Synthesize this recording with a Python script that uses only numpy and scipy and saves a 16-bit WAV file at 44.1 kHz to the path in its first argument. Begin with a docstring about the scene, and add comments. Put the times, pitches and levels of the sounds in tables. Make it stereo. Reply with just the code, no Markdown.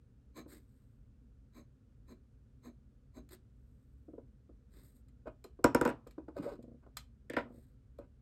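"""A steel dip pen draws five quick short lines in a notebook on a wooden desk, in a small quiet room.
Paper fibres pluck its ringing nib; after the first stroke and after the last the hand hisses over the page.
Soft bumps and light clicks come mostly after the writing; things scrape, a small ink bottle lands and wobbles to rest.
Something slides with a gliding judder, a round thing rocks in fading nudges, and the pen clatters on the desk.
Low rumble and faint airy hiss run throughout; short room reflections follow every other sound."""
import sys
import numpy as np
from scipy import signal
from scipy.fft import rfft, irfft, next_fast_len
from scipy.io import wavfile

SR = 44100
rng = np.random.default_rng(int(sys.argv[2]) if len(sys.argv) > 2 else 0)


def waveform_to_disk(signal):
    """Save audio, clipped to [-1, 1], as 16-bit WAV at the path in sys.argv[1]."""
    frames = np.transpose(np.atleast_2d(signal))
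    scaled = np.clip(frames, -1, 1) * 32767
    samples = np.round(scaled).astype(np.int16)
    wavfile.write(sys.argv[1], SR, samples)


N = 362218
TIME = np.arange(N) / SR  # s
BLOW = TIME[:SR // 5]  # time within one blow, s


def from_db(db):
    """Turn decibels into gain."""
    return 10 ** (np.asarray(db) / 20)


def rms_one(x):
    """Scale to unit power."""
    return x / np.sqrt(np.mean(x ** 2) + 1e-30)


def blow_one(x):
    """Scale a blow to unit power over its first 20 ms."""
    return x / np.sqrt(np.mean(x[..., :SR // 50] ** 2) + 1e-30)


def at_hz(points, hz):
    """Read a table at any frequency, on a log-frequency axis."""
    known_hz, values = np.transpose(points)
    return np.interp(np.log(np.maximum(hz, 1)), np.log(known_hz), values)


def coloured(x, spectrum):
    """Shape a sound to a spectrum that falls away steeply past both ends; unit power."""
    length = x.shape[-1]
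    size = next_fast_len(length)
    hz = np.fft.rfftfreq(size, 1 / SR) + 1
    ends = np.minimum(1, np.minimum(hz / spectrum[0][0], spectrum[-1][0] / hz)) ** 4
    shaped = irfft(rfft(x, size) * from_db(at_hz(spectrum, hz)) * ends, size)
    return rms_one(shaped[..., :length])


def resonate(x, modes):
    """Ring several resonances side by side, with alternating sign."""
    out = 0
    for k, (hz, width, db) in enumerate(modes):
        r = np.exp(-np.pi * width / SR)  # a wider resonance dies sooner
        poles = [1, -2 * r * np.cos(2 * np.pi * hz / SR), r * r]
        ring = (1 - r * r) / 2 * signal.lfilter([1, 0, -1], poles, x)
        out = out + (-1) ** k * from_db(db) * ring
    return out


def grains(per_s, spread_db):
    """Tiny catches of rubbing surfaces: clicks at random times, of uneven size and random sign."""
    sizes = from_db(spread_db * np.minimum(rng.exponential(1, N), 4))
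    signs = rng.choice([-1, 1], N)
    present = rng.random(N) < per_s / SR
    return sizes * signs * present + 1e-18


def flutter(depth_db, top_hz):
    """Make a gain of unit power that wavers at random, as grip comes and goes."""
    wobble = coloured(rng.standard_normal(N), [(12, 0), (top_hz, -8)])
    return rms_one(from_db(depth_db * np.clip(wobble, -2, 2)))


def gestures(rows, column, rise, late_s=0):
    """Level of sliding motions that speed up and slow down in a lopsided bell shape."""
    level = np.zeros(N)
    for row in rows:
        s, length = row[:2]
        near = slice(max(0, int((s - 4 * length) * SR)), int((s + 4 * length) * SR))
        t = TIME[near] - s - late_s
        spread = length * np.where(t < 0, rise, 1 - rise)
        level[near] += from_db(row[column]) * np.exp(-.5 * (t / spread) ** 2)
    return level


def add(track, s, sound):
    """Mix a sound in at a time."""
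    start = round(s * SR)
    part = sound[..., :N - start]
    track[..., start:start + part.shape[-1]] += part


def dying_run(start_s, first_gap_s, shrink, count):
    """Times of touches whose gaps shrink by a fixed share."""
    gaps = first_gap_s * shrink ** np.arange(count - 1)
    return start_s + np.append(0, np.cumsum(gaps))


# spectrum of the building's rumble: [f/Hz, level/dB per Hz]
RUMBLE_SPECTRUM = [(15, -37), (25, -11), (40, -5), (58, -2), (72, -3), (86, -21), (101, -7.5), (119, -8.5),
                   (134, -7.5), (171, -30.5), (186, -16), (204, -17), (259, -15.5), (332, -34.5),
                   (420, -38), (550, -58.5), (920, -120)]
# spectrum of the airy hiss: [f/Hz, level/dB per Hz]
AIR_SPECTRUM = [(200, -7), (350, 10.5), (480, 11), (700, -2.5), (1000, -5.5), (1400, -2.5), (2000, -10),
                (4500, -15.5), (8000, -17.5), (12000, -25), (16000, -30.5)]
RUMBLE_DB, AIR_DB = -59.5, -78


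def background():
    """The low rumble of the building, nearly alike on both sides, and a faint airy hiss."""
    shared = coloured(rng.standard_normal(N), RUMBLE_SPECTRUM)
    difference = coloured(rng.standard_normal(N), RUMBLE_SPECTRUM) * [[1], [-1]]
    rumble = shared + from_db(-18.5) * difference
    air = coloured(rng.standard_normal((2, N)) + .5 * rng.standard_normal(N), AIR_SPECTRUM)
    return from_db(RUMBLE_DB) * rumble + from_db(AIR_DB) * air


# pen strokes: [t/s of top speed, length/s of the bell, nib level/dB, page drum level/dB]
PEN_STROKES = [(0.381, 0.035, -53.5, -47.5), (1.572, 0.046, -63.5, -55.5), (2.105, 0.036, -65, -55),
               (2.661, 0.039, -63.5, -52), (3.168, 0.031, -63, -50)]
# resonances of the steel nib: [f/Hz, width/Hz, level/dB]
NIB_RESONANCES = [(1040, 137, -0.5), (1350, 48, -2), (1800, 330, -14), (2360, 143, -1.5), (4027, 214, -1.5),
                  (6430, 57, 2.5), (7500, 530, -12), (9100, 250, -15), (11720, 160, -11)]
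# hiss of the paper fibres: [f/Hz, level/dB per Hz]
FIBRE_SPECTRUM = [(700, -13), (1500, 7), (3000, 1), (7000, -23), (10000, -8), (15500, 4)]
# the drumming page: [f/Hz, level/dB per Hz]
PAGE_SPECTRUM = [(90, -7), (180, -16), (260, 4.5), (340, -7.5), (450, -12), (720, -14.5), (900, -35),
                 (1500, -34), (3000, -70)]
STROKE_RISE = 0.43  # share of the bell spent speeding up
FIBRE_DB = -10  # fibre hiss against the ring of the nib


def nib():
    """Fibres pluck the steel tines; the page drums underneath, its swell a little late."""
    catches = grains(per_s=6000, spread_db=2.0) * flutter(depth_db=-1.5, top_hz=255)
    page = coloured(catches, PAGE_SPECTRUM)
    # the tines bite harder each time the page springs up
    plucks = catches * from_db(1.5 * np.clip(page, -2, 2))
    hiss = from_db(FIBRE_DB) * coloured(plucks, FIBRE_SPECTRUM)
    ring = rms_one(resonate(plucks, NIB_RESONANCES))
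    nib_level = gestures(PEN_STROKES, -2, STROKE_RISE)
    page_level = gestures(PEN_STROKES, -1, STROKE_RISE, late_s=0.0077)
    return (hiss + ring) * nib_level + page * page_level


# low resonances of the desk top: [f/Hz, width/Hz, level/dB]
DESK_LOW = [(119, 58, -12.5), (257.4, 34, -1), (290.7, 78, -3.5), (346, 55, -5), (482.5, 37, -2),
            (553, 47, -11), (645, 29, -12), (711, 48, -10.5)]
# high resonances of the desk top: [f/Hz, width/Hz, level/dB]
DESK_HIGH = [(904, 34, -11.5), (963.4, 18, 1), (1010, 94, -3), (1245, 84, -8.5), (1397, 78, 0.5),
             (1527, 120, -3), (1848, 210, -13), (2190, 160, -15.5), (2470, 68, -4.5), (2885, 360, -12)]


def desk(modes, travel_s, build_s, apart):
    """The struck desk top; bending waves are slower the lower they are, so low notes come later."""
    out = 0
    for k, (hz, width, db) in enumerate(modes):
        t = np.maximum(BLOW - travel_s * np.sqrt(modes[0][0] / hz), 0)
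        # each blow stirs every resonance a little differently
        strength = width * from_db(db + 1.5 * rng.standard_normal())
        envelope = (1 - np.exp(-t / build_s)) * np.exp(-np.pi * width * t)
        # short waves meet the two microphones at different phases
        shift = min(apart * hz / 1000, np.pi / 4)
        phase = (-1) ** (k // 2) * np.array([[1], [-1]]) * shift
        out = out + (-1) ** k * strength * envelope * np.sin(2 * np.pi * hz * t + phase)
    return blow_one(out)


def snap(spectrum, rise_s, decay_s, after_db, after_s):
    """A sharp contact: a short burst, then fainter scatter from nearby surfaces."""
    fall = np.exp(-BLOW / decay_s) + from_db(after_db) * np.exp(-BLOW / after_s)
    envelope = (1 - np.exp(-BLOW / rise_s)) * fall
    return coloured(rng.standard_normal(len(BLOW)), spectrum) * envelope


# rattle and chafing on the desk: [f/Hz, level/dB per Hz]
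RATTLE_SPECTRUM = [(150, -14.5), (260, 0.5), (400, -2), (490, 4.5), (640, 0.5), (830, -0.5), (1000, 0),
                   (1400, -7.5), (1800, -22), (2700, -26.5), (3600, -30.5), (5200, -34), (8500, -42),
                   (13000, -45)]


def soft_contact(hz, clack_db, push_s):
    """A soft contact pushes slowly, so the wood answers mostly around one low pitch."""
    swell = BLOW / push_s
    thud = swell * np.exp(1 - swell) * np.sin(2 * np.pi * hz * BLOW)
    wood = desk(DESK_LOW[1:], travel_s=.0012, build_s=0.011, apart=0.35)
    clack = desk(DESK_HIGH, travel_s=0.000862, build_s=0.0032, apart=0.75)
    chafe = snap(RATTLE_SPECTRUM, rise_s=0.45 * push_s, decay_s=1.7 * push_s, after_db=-10.5, after_s=0.018)
    body = from_db(0.5) * thud + from_db(-10.0) * wood
    return body + from_db(clack_db - 13.0) * clack + from_db(clack_db + 8) * chafe


# soft bumps of handling, before soft_contact's trims: [t/s, level/dB, f/Hz, clack level/dB]
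HANDLING_BUMPS = [(0.459, -49.5, 302, -69), (4.082, -45, 308, -76), (4.134, -44, 336, -73),
                  (4.18, -42, 449, -67), (4.492, -52, 350, -76), (5.257, -47.5, 515, -67.5),
                  (5.27, -37, 636, -50.5), (5.445, -44, 422, -61.5), (5.59, -44, 366, -64),
                  (6.066, -47, 470, -59), (6.18, -38, 326, -56), (6.282, -40.5, 301, -54.5),
                  (6.863, -53.5, 400, -66.5), (7.988, -39.5, 556, -61)]
PUSH_S = 0.003  # time the push takes to peak


def bumps():
    """Fingers and things in them bump the desk, each with a soft thud at its own pitch."""
    out = np.zeros((2, N))
    for s, db, hz, clack_db in HANDLING_BUMPS:
        add(out, s, from_db(db) * soft_contact(hz, clack_db - db, PUSH_S))
    return out


# the hand brushing the page, before the trims: [t/s of top speed, length/s, hiss level/dB, rasp level/dB]
HAND_BRUSHES = [(0.511, 0.06, -60, -66.5), (0.72, 0.22, -85, -95), (3.319, 0.028, -57.5, -62.5),
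                (3.72, 0.44, -90, -102), (4.755, 0.09, -71, -75), (4.85, 0.075, -70.5, -86),
                (4.965, 0.035, -75, -92), (7.56, 0.12, -76.5, -84.5)]
# fine hiss of skin: [f/Hz, level/dB per Hz]
SKIN_HISS_SPECTRUM = [(3000, -16), (3800, -3), (4200, -10), (4700, -10), (6500, -6), (7600, -1.5),
                      (8700, 5), (10000, -12.5), (12000, 4.5), (13500, -10), (15500, -0.5)]
# lower rasp of pressed skin: [f/Hz, level/dB per Hz]
SKIN_RASP_SPECTRUM = [(100, -21), (280, 22.5), (450, 10), (800, -1.5), (2000, 1.5), (2800, -5.5), (4000, 1),
                      (5200, -5.5), (8000, -14)]
BRUSH_RISE = 0.26  # share of the bell spent speeding up


def hand():
    """Skin on paper: a fine hiss, with a lower rasp where it presses."""
    hiss = coloured(grains(per_s=7000, spread_db=0.5), SKIN_HISS_SPECTRUM)
    hiss = hiss * gestures(HAND_BRUSHES, -2, BRUSH_RISE)
    rasp = coloured(grains(per_s=4800, spread_db=1.0), SKIN_RASP_SPECTRUM)
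    rasp = rasp * gestures(HAND_BRUSHES, -1, BRUSH_RISE)
    return (from_db(-1.5) * hiss + from_db(9.0) * rasp) * flutter(depth_db=2.5, top_hz=118)


# light clicks of small things in the hand, before the trims: [t/s, level/dB]
SMALL_CLICKS = [(3.2897, -57), (5.0838, -65.5), (5.441, -47), (6.071, -54.5), (6.109, -57), (6.626, -62),
                (6.969, -32), (7.9855, -60.5)]
# resonances of the small parts: [f/Hz, width/Hz, level/dB]
CLICK_RESONANCES = [(1220, 110, -6.5), (2000, 95, 0.5), (2410, 110, -0.5), (3145, 210, 5), (4145, 89, 5),
                    (7200, 170, 2)]
# the first snap of a click: [f/Hz, level/dB per Hz]
CLICK_SPECTRUM = [(800, 1.5), (2000, 0), (6000, 0), (11000, -2), (13500, -5.5), (16000, -15)]


def clicks():
    """Small hard parts snap together and ring briefly."""
    out = np.zeros(N)
    for s, db in SMALL_CLICKS:
        contact = snap(CLICK_SPECTRUM, rise_s=.0006, decay_s=.003, after_db=-17, after_s=.02)
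        ring = blow_one(resonate(contact, CLICK_RESONANCES))
        add(out, s, from_db(db) * (from_db(-1.5) * contact + from_db(-13.5) * ring))
    return out


def scrape():
    """A dragged thing sticks and slips, sending uneven little jolts into the desk."""
    slips = grains(per_s=2100, spread_db=2.5)
    wood = rms_one(resonate(slips, DESK_LOW[1:] + DESK_HIGH))
    return from_db(-1.0) * coloured(slips, RATTLE_SPECTRUM) + from_db(-9.0) * wood


# things dragged a little way over the desk: [t/s of top speed, length/s of the bell, level/dB]
SHORT_DRAGS = [(5.277, 0.02, -50.5), (5.862, 0.0091, -28), (5.893, 0.029, -41), (6.838, 0.015, -65.5),
               (7.394, 0.026, -60.5), (8.02, 0.04, -66)]
DRAG_RISE = 0.46  # share of the bell spent speeding up


def drags():
    """Short stick-slip scrapes as things are shifted."""
    return scrape() * gestures(SHORT_DRAGS, -1, DRAG_RISE)


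# the pen on the desk, before the trims: [t/s, crack level/dB, thump level/dB, clack level/dB]
PEN_CLATTER = [(7.2971, -39.5, -40.5, -56), (7.3331, -49, -42, -54.5), (7.3644, -45.5, -30.5, -30),
               (7.3824, -65, -43, -35)]
# sharp crack of a hard landing: [f/Hz, level/dB per Hz]
CRACK_SPECTRUM = [(2500, -25.5), (4200, -16.5), (5300, 6), (6200, 2.5), (7200, 1), (8700, -0.5),
                  (12000, -5.5), (14000, -12), (16000, -20)]
# duller rap of the thing that lands: [f/Hz, level/dB per Hz]
RAP_SPECTRUM = [(1200, -9.5), (1800, 8.5), (2300, 3), (2800, 4), (3500, -2.5), (4300, -12.5), (5200, -14),
                (6500, -22)]
# the bottle: each rebound comes sooner and weaker; TOUCHES includes the landing
LANDING_S, FIRST_REBOUND_S, REBOUND_SHRINK, TOUCHES = 5.6406, 0.105, 0.615, 7
# crack, thump, clack, rap: level/dB at the landing (before the trims) and loss/dB per rebound
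LANDING_DB = (-17, -17.5, -21, -34.5)
REBOUND_LOSS_DB = (5, 3.5, 3.6, 2.8)
PEN_RAP_DB = -4  # rap of the wooden holder against the thump, before the trims


def knocks():
    """Each hard landing cracks in the air, sets the desk ringing and shakes what lies on it."""
    landings = []
    for k, s in enumerate(dying_run(LANDING_S, FIRST_REBOUND_S, REBOUND_SHRINK, TOUCHES)):
        landings.append((s, *(np.array(LANDING_DB) - k * np.array(REBOUND_LOSS_DB))))
    for s, crack_db, thump_db, clack_db in PEN_CLATTER:
        landings.append((s, crack_db, thump_db, clack_db, thump_db + PEN_RAP_DB))
    out = np.zeros((2, N))
    for s, crack_db, thump_db, clack_db, rap_db in landings:
        crack = snap(CRACK_SPECTRUM, rise_s=0.000067, decay_s=0.00062, after_db=-12, after_s=0.0037)
        rap = snap(RAP_SPECTRUM, rise_s=0.003, decay_s=0.0028, after_db=-14.5, after_s=0.021)
        thump = desk(DESK_LOW, travel_s=0.0041, build_s=0.0031, apart=0.56)
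        clack = desk(DESK_HIGH, travel_s=.003, build_s=0.0021, apart=0.9)
        rattle = snap(RATTLE_SPECTRUM, rise_s=0.0021, decay_s=0.013, after_db=-18.5, after_s=0.056)
        add(out, s + .0021, from_db(crack_db) * crack)
        add(out, s + .001, from_db(rap_db + 11.0) * rap)
        add(out, s, from_db(thump_db - 1.0) * thump)
        add(out, s, from_db(clack_db - 4.5) * clack)
        add(out, s + .003, from_db(clack_db - 1.5) * rattle)
    return out


# judder rate of one slide in two pushes, before its flutter: [t/s, f/Hz (slips per s)]
JUDDER_RATE = [(6.365, 610), (6.388, 273), (6.42, 325), (6.452, 380), (6.47, 530), (6.495, 600),
               (6.52, 490), (6.55, 261)]
# how hard it bears on the desk, before the trims: [t/s, judder level/dB, scrape level/dB]
SLIDE_PRESSURE = [(6.345, -74, -81), (6.353, -70, -81), (6.369, -37.5, -54), (6.385, -41.5, -53.5),
                  (6.393, -35, -62), (6.421, -42.5, -69), (6.429, -55.5, -50), (6.469, -33, -57.5),
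                  (6.491, -51, -56.5), (6.543, -46, -63.5), (6.57, -64, -76)]


def slide():
    """The long slide scrapes, rasps and hisses; slips in step make a low gliding judder."""
    s, *levels = np.transpose(SLIDE_PRESSURE)
    judder_gain, scrape_gain = (from_db(np.interp(TIME, s, db, left=-200, right=-200)) for db in levels)
    slips_per_s = np.interp(TIME, *np.transpose(JUDDER_RATE)) * flutter(depth_db=1.2, top_hz=300)
    # adding up the rate gives the turns of the gliding tone
    judder = np.sin(2 * np.pi * np.cumsum(slips_per_s) / SR) * flutter(depth_db=4.0, top_hz=200)
    catches = grains(per_s=3000, spread_db=1.0)
    rasp = from_db(-1.5) * coloured(catches, SKIN_RASP_SPECTRUM)
    hiss = from_db(-18) * coloured(catches, SKIN_HISS_SPECTRUM)
    friction = (from_db(4) * scrape() + rasp + hiss) * flutter(depth_db=2.5, top_hz=119)
    return from_db(1) * judder * judder_gain + friction * scrape_gain


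# a round thing rocks to rest, before soft_contact's trims: [t/s of first nudge, level/dB, number of nudges]
ROCKING_RUNS = [(6.588, -43.5, 5), (7.453, -46.5, 4)]
# first swing; each later one is shorter and weaker
SWING_S, SWING_SHRINK, SWING_LOSS_DB = 0.049, 0.84, 2.16
# pitch, time for the push to peak, clack against the nudge before soft_contact's trims
ROCK_HZ, ROCK_PUSH_S, ROCK_CLACK_DB = 261, 0.0048, -33.5


def rocking():
    """A round thing nudges the desk at each swing until it settles."""
    out = np.zeros((2, N))
    for start_s, db, swings in ROCKING_RUNS:
        for k, s in enumerate(dying_run(start_s, SWING_S, SWING_SHRINK, swings)):
            nudge = soft_contact(ROCK_HZ, ROCK_CLACK_DB, ROCK_PUSH_S)
            add(out, s, from_db(db - k * SWING_LOSS_DB) * nudge)
    return out


# lead of the left microphone over the right: [f/Hz, lead/ms]
MICROPHONE_LEAD = [(300, -0.15), (550, -0.15), (780, -0.4), (1050, -0.09), (1600, -0.01), (2800, .165),
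                   (3600, 0.084), (4900, 0.039), (5800, .083), (7000, .112), (10000, .146), (15000, .168)]


def microphones(x):
    """Two ports a few centimetres apart: airborne treble reaches the left one first."""
    size = next_fast_len(N)
    hz = np.fft.rfftfreq(size, 1 / SR)
    # half the lead goes to each side
    half_turn = np.exp(1j * np.pi * hz * at_hz(MICROPHONE_LEAD, hz) / 1000)
    return irfft(rfft(x, size) * np.array([half_turn, 1 / half_turn]), size)[:, :N]


# time for the room's reflections to fall by 60 dB: [f/Hz, decay/s]
ROOM_DECAY = [(150, 0.34), (400, 0.19), (1000, 0.19), (3000, 0.17), (8000, 0.15), (15000, 0.05)]


def room(x, first_s, alike_hz, dull_hz):
    """Diffuse reflections dying band by band; the bass is alike in both channels."""
    t = TIME[:SR // 2]
    hz = np.fft.rfftfreq(len(t), 1 / SR)
    mid, side = rfft(rng.standard_normal((2, len(t))))
    alike = 1 / (1 + (hz / alike_hz) ** 2)
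    field = np.sqrt(1 + alike) * mid + np.sqrt(1 - alike) * side * [[1], [-1]]
    field = field / np.sqrt(1 + (hz / dull_hz) ** 2)
    edges = np.geomspace(60, 18000, 10)
    tail = 0
    for low, high in zip(edges, edges[1:]):
        t60 = at_hz(ROOM_DECAY, np.sqrt(low * high))
        band = irfft(field * ((hz >= low) & (hz < high)), len(t))
        tail = tail + band * np.exp(-np.log(1000) * t / t60)
    # silent up to first_s, then fading in over as long again
    tail = tail * np.clip(t / first_s - 1, 0, 1) / np.sqrt(SR / 30)
    return signal.fftconvolve(x[None], tail, axes=1)[:, :N]


def scene():
    """Writing, landings and handling, each sent to the room by its own share, over the background."""
    writing = nib() + hand()
    landings = knocks()
    handling = bumps() + rocking() + drags() + slide() + clicks()
    sent = from_db(-4) * writing + from_db(-7.5) * landings + from_db(-5.5) * handling
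    reflections = room(np.mean(sent, axis=0), first_s=0.0019, alike_hz=450, dull_hz=5900)
    return microphones(writing + landings + handling) + reflections + background()


def record(dry):
    """The deepest bass is rolled off and the top is cut steeply."""
    bass_cut = signal.butter(8, 38, "high", fs=SR, output="sos")
    top_cut = signal.ellip(10, .2, 80, 15900, fs=SR, output="sos")
    return signal.sosfilt(top_cut, signal.sosfilt(bass_cut, dry))


dry = scene()
out = record(dry)
waveform_to_disk(out)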